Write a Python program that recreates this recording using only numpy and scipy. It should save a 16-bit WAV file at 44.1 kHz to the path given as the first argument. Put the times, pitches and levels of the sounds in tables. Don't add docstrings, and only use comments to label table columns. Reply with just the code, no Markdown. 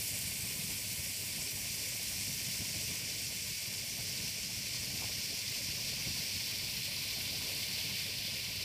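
import sys
import numpy as np
from scipy import signal
from scipy.fft import rfft, irfft
from scipy.io import wavfile
from scipy.ndimage import uniform_filter1d

SR = 44100
rng = np.random.default_rng(int(sys.argv[2]) if len(sys.argv) > 2 else 0)


def dump(signal):
    limited = np.clip(np.atleast_2d(signal).T, -1, 1)
    pcm = np.round(limited * 32767).astype(np.int16)
    wavfile.write(sys.argv[1], SR, pcm)


N = 381024
TIME = np.arange(N) / SR


def from_db(db):
    return 10 ** (np.asarray(db) / 20)


def rms_one(x):
    return x / np.sqrt(np.mean(x ** 2) + 1e-20)


def in_time(rows, when):
    seconds, *columns = np.transpose(rows)
    return [np.interp(when, seconds, column) for column in columns]


def at_hz(points, hz):
    known_hz, level_db = np.transpose(points)
    return np.interp(np.log(np.maximum(hz, 1)), np.log(known_hz), level_db)


def coloured(x, spectrum):
    hz = np.fft.rfftfreq(N, 1 / SR)
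    return rms_one(irfft(rfft(x) * from_db(at_hz(spectrum, hz)), N))


def drift(rate_hz):
    hz = np.fft.rfftfreq(N // 16, 16 / SR)
    noise = rng.standard_normal(N // 16)
    slow = irfft(rfft(noise) / (1 + (hz / rate_hz) ** 2))
    return np.interp(TIME, np.linspace(0, N / SR, len(slow)), rms_one(slow))


def patches(x, depth_db, per_s, width_hz, count=10):
    spectrum = rfft(x)
    place = np.minimum(np.fft.rfftfreq(N, 1 / SR) / width_hz, count - 1)
    total = np.zeros(N)
    for k in range(count):
        share = np.maximum(1 - np.abs(place - k), 0)
        total += irfft(spectrum * share, N) * from_db(depth_db * drift(per_s))
    return rms_one(total)


def bursts(events, decay_s):
    total = 1e-18
    for start_s, db in events:
        age = TIME - start_s
        total = total + from_db(db) * (age >= 0) * np.exp(-np.abs(age) / decay_s)
    return total


# frequency in Hz, rms level in dB before the waver.
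HUM_TONES = [(98.8, -59.5), (196.8, -64.5)]


def hum(waver_db, wander):
    run_s = np.cumsum(1 + wander * drift(2.13)) / SR
    total = np.zeros(N)
    for hz, db in HUM_TONES:
        strength = np.sqrt(2) * from_db(db + waver_db * drift(1))
        total += strength * np.sin(2 * np.pi * hz * run_s)
    return total


def eddies(spectrum, even_s):
    x = coloured(rng.standard_normal(N), spectrum)
    power = uniform_filter1d(x ** 2, max(int(even_s * SR), 2))
    return x / np.sqrt(power + 1e-9)


# time in seconds, level change in dB.
FLAME_CHURN = [(0.0, 0.7), (0.4, -0.1), (1.15, -0.4), (2.0, -0.7), (2.85, 0.3), (3.55, -2), (3.95, 0),
               (4.4, -0.2), (4.7, -2.3), (5.02, 3), (5.25, -1.5), (6.05, 0.7), (6.75, -0.5), (7.6, 1),
               (8.64, -1.4)]
# centre in seconds, length in seconds, level change in dB.
BILLOWS = [(0.143, 0.044, 6), (1.007, 0.031, 8.5), (1.146, 0.052, -8), (1.39, 0.06, 2), (2.28, 0.04, 3),
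           (2.612, 0.04, 8), (2.773, 0.033, 9), (2.918, 0.051, 4.5), (3.586, 0.093, -5), (3.992, 0.04, 6),
           (5.7, 0.04, 5), (5.94, 0.044, 4), (6.074, 0.023, 7)]
# frequency in Hz, relative level in dB.
RUMBLE_SPECTRUM = [(15, -21), (30, -23), (42, -11), (53, -6), (88, -2), (110, 0), (150, -2), (195, -6),
                   (250, -9), (330, -15.5), (500, -37.5), (1000, -64)]
# frequency in Hz, relative level in dB.
FLAP_SPECTRUM = [(150, -33), (280, -1), (380, -1), (520, 0), (630, 0), (810, -5.5), (920, -5.5), (1010, -5),
                 (1110, -10), (1320, -6.5), (1550, -10.5), (2500, -39), (6000, -44)]
RUMBLE_DB, RUMBLE_FLICKER_DB = -52, 1.8
FLAP_DB, FLAP_FLICKER_DB = -58.5, 1.45
FLAP_GROWTH_DB_PER_S = 0.16
FLAP_FOLLOWS = 0.42


def flame():
    churn_db, = in_time(FLAME_CHURN, TIME)
    billow_db = sum(db * np.exp(-(2 * (TIME - s) / length) ** 2) for s, length, db in BILLOWS)
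    rumble_db = RUMBLE_DB + churn_db + billow_db + RUMBLE_FLICKER_DB * drift(7.5)
    flap_db = FLAP_DB + FLAP_GROWTH_DB_PER_S * TIME + churn_db
    flap_db = flap_db + FLAP_FOLLOWS * billow_db + FLAP_FLICKER_DB * drift(18)
    rumble = eddies(RUMBLE_SPECTRUM, even_s=0.17)
    flap = patches(eddies(FLAP_SPECTRUM, even_s=0.076), depth_db=2.5, per_s=16, width_hz=140, count=8)
    return from_db(rumble_db) * rumble + from_db(flap_db) * flap


# start in seconds, level in dB before the common trim.
WHUMPS = [(0.267, -39), (0.59, -34.5), (0.638, -36), (2.292, -34.5), (2.481, -37), (4.872, -38),
          (5.968, -40), (6.191, -35.5), (8.248, -38)]


def whumps(trim_db, pitch_hz, swell_s):
    out = np.zeros(N)
    phases = rng.uniform(0, 2 * np.pi, len(WHUMPS))
    for (start_s, db), phase in zip(WHUMPS, phases):
        age = TIME - start_s - swell_s
        swell = np.exp(-(age / swell_s) ** 2)
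        out += from_db(db + trim_db) * swell * np.sin(2 * np.pi * pitch_hz * age + phase)
    return out


# start in seconds, level in dB before the common trim.
POPS = [(4.94, -40), (5.021, -34.5), (5.043, -37.5), (6.068, -38)]


def pops(trim_db, decay_s, low_hz, high_hz):
    dull = signal.butter(2, [low_hz, high_hz], "band", fs=SR, output="sos")
    noise = rms_one(signal.sosfilt(dull, rng.standard_normal(N)))
    return from_db(trim_db) * bursts(POPS, decay_s) * noise


# start in seconds, level in dB before trim and filter.
SPARKS = [(0.2264, -28), (1.8134, -34), (2.0304, -25), (3.3624, -28), (4.2817, -28)]


def sparks(trim_db, decay_s, low_hz):
    thin = signal.butter(2, low_hz, "high", fs=SR, output="sos")
    ticks = bursts(SPARKS, decay_s) * rng.standard_normal(N)
    return from_db(trim_db) * signal.sosfilt(thin, ticks)


def grains(per_s, spread_db):
    born = rng.random(N) < per_s / SR
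    size = np.minimum(rng.exponential(1, N), 6)
    sign = rng.choice([-1, 1], N)
    return rms_one(born * from_db(spread_db * size) * sign)


def fizz(grain_db, sputter_db, shiver_db, patchy_db):
    rush = rng.standard_normal(N)
    mix = rush + from_db(grain_db) * grains(per_s=4000, spread_db=2.6)
    sizzle = patches(mix, depth_db=patchy_db, per_s=31, width_hz=2020, count=7)
    uneven_db = sputter_db * drift(16) + shiver_db * drift(150)
    return rms_one(sizzle * from_db(uneven_db))


# time in seconds, level in dB per Hz, extra treble in dB.
JET_STRENGTH = [(0.0, -80.3, 2.2), (0.3, -80.5, 0.6), (1.3, -81.0, 0), (2.1, -80.5, 0.9), (2.75, -80, -0.5),
                (3.2, -81, -0.5), (3.75, -81.5, 0), (4.2, -81, -1), (4.75, -81, -1.5), (5.0, -80.5, -0.6),
                (6.1, -80, -0.9), (6.7, -81.0, 1.0), (7.6, -81, 2), (7.9, -79.9, -0.3), (8.15, -81, -0.2),
                (8.64, -81.3, -0.5)]
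# time in seconds, resonance in Hz.
MOUTH_RESONANCE = [(0.0, 7950), (1.0, 7800), (2.0, 6800), (3.0, 6600.0), (4.0, 6250.0), (4.8, 6100),
                   (5.1, 5740.0), (6.0, 5330), (7.0, 4450), (8.0, 4200), (8.64, 4200)]
MOUTH_DB, MOUTH_OCTAVES = 9, 0.7
# frequency in Hz, relative level in dB.
HISS_SPECTRUM = [(1300.0, -9), (1750.0, -7), (2150.0, 0.1), (3000.0, -1.35), (3900.0, -2.5), (4600.0, -0.5),
                 (5700.0, -3.5), (6500.0, -6.5), (8300.0, -6), (9500.0, -9), (13000.0, -6), (15300.0, -8)]


def jet(source, treble_hz, lowest_hz):
    hz, when, frames = signal.stft(source, SR, nperseg=1024, noverlap=768)
    hz = np.maximum(hz, 1)[:, None]
    level_db, treble_db = in_time(JET_STRENGTH, when)
    mouth_hz, = in_time(MOUTH_RESONANCE, when)
    mouth_db = MOUTH_DB / (1 + (np.log2(hz / mouth_hz) / MOUTH_OCTAVES) ** 2)
    treble_share = 1 / (1 + (treble_hz / hz) ** 4)
    radiation = 1 / np.sqrt(1 + (lowest_hz / hz) ** 8)
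    gain_db = at_hz(HISS_SPECTRUM, hz) + level_db + mouth_db + treble_db * treble_share
    _, hiss = signal.istft(frames * radiation * from_db(gain_db), SR, nperseg=1024, noverlap=768)
    return np.sqrt(SR / 2) * hiss[:N]


def scatter(x, level_db, decay_s):
    lag = TIME[:SR // 5]
    echoes = rng.standard_normal(len(lag)) * np.exp(-lag / decay_s) * (lag > .002)
    echoes = echoes / np.linalg.norm(echoes)
    return x + from_db(level_db) * signal.fftconvolve(x, echoes)[:N]


# centre in Hz, width in Hz, lift (+) or cut (-) in dB.
PATH_COLOUR = [(345, 50, -2.8), (420, 50, 2), (490, 60, -1.5), (830, 120, -1.5), (1010, 70, 2),
               (1315, 140, -10.5), (1490, 60, -1.5), (1690, 130, -2.5), (2025, 70, -2.5), (2390, 260, 2.2),
               (3310, 230, -3.2), (3510, 190, 2), (3745, 150, -6.6), (4180, 80, -2), (4930, 120, -1.5),
               (6370, 110, -7.5), (6780, 110, -3), (7260, 140, -2), (7630, 500, -3), (9200, 200, -2),
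               (9600, 400, 2.9), (10360, 390, -3.7), (11050, 500, 1.2), (11900, 600, -1.3),
               (13640, 360, -2.5)]
GROUND_DELAY_S, GROUND_SHARE = 0.000378, 0.1


def path(x):
    hz = np.fft.rfftfreq(N, 1 / SR)
    bounce = 1 + GROUND_SHARE * np.exp(-2j * np.pi * hz * GROUND_DELAY_S)
    colour_db = sum(db / (1 + (2 * (hz - centre) / width) ** 2) for centre, width, db in PATH_COLOUR)
    return irfft(rfft(x) * bounce * from_db(colour_db), N)


def scene():
    machine = hum(waver_db=0.6, wander=0.00637)
    fire = flame() + whumps(trim_db=-4.5, pitch_hz=166, swell_s=0.0065)
    fire = fire + pops(trim_db=-9, decay_s=.008, low_hz=300, high_hz=1100)
    source = fizz(grain_db=-7.5, sputter_db=0.33, shiver_db=0.43, patchy_db=0.86)
    hiss = jet(source, treble_hz=6800, lowest_hz=1280)
    hiss = hiss + sparks(trim_db=3, decay_s=.0003, low_hz=5000)
    mono = path(scatter(hiss, level_db=-17, decay_s=0.016) + fire) + machine
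    return np.stack([mono, mono])


CUTOFF_HZ = 15330


def record(dry):
    lowpass = signal.firwin(801, CUTOFF_HZ, fs=SR, window="blackman")
    return signal.fftconvolve(dry, lowpass[None], "same", axes=1)


dry = scene()
out = record(dry)
dump(out)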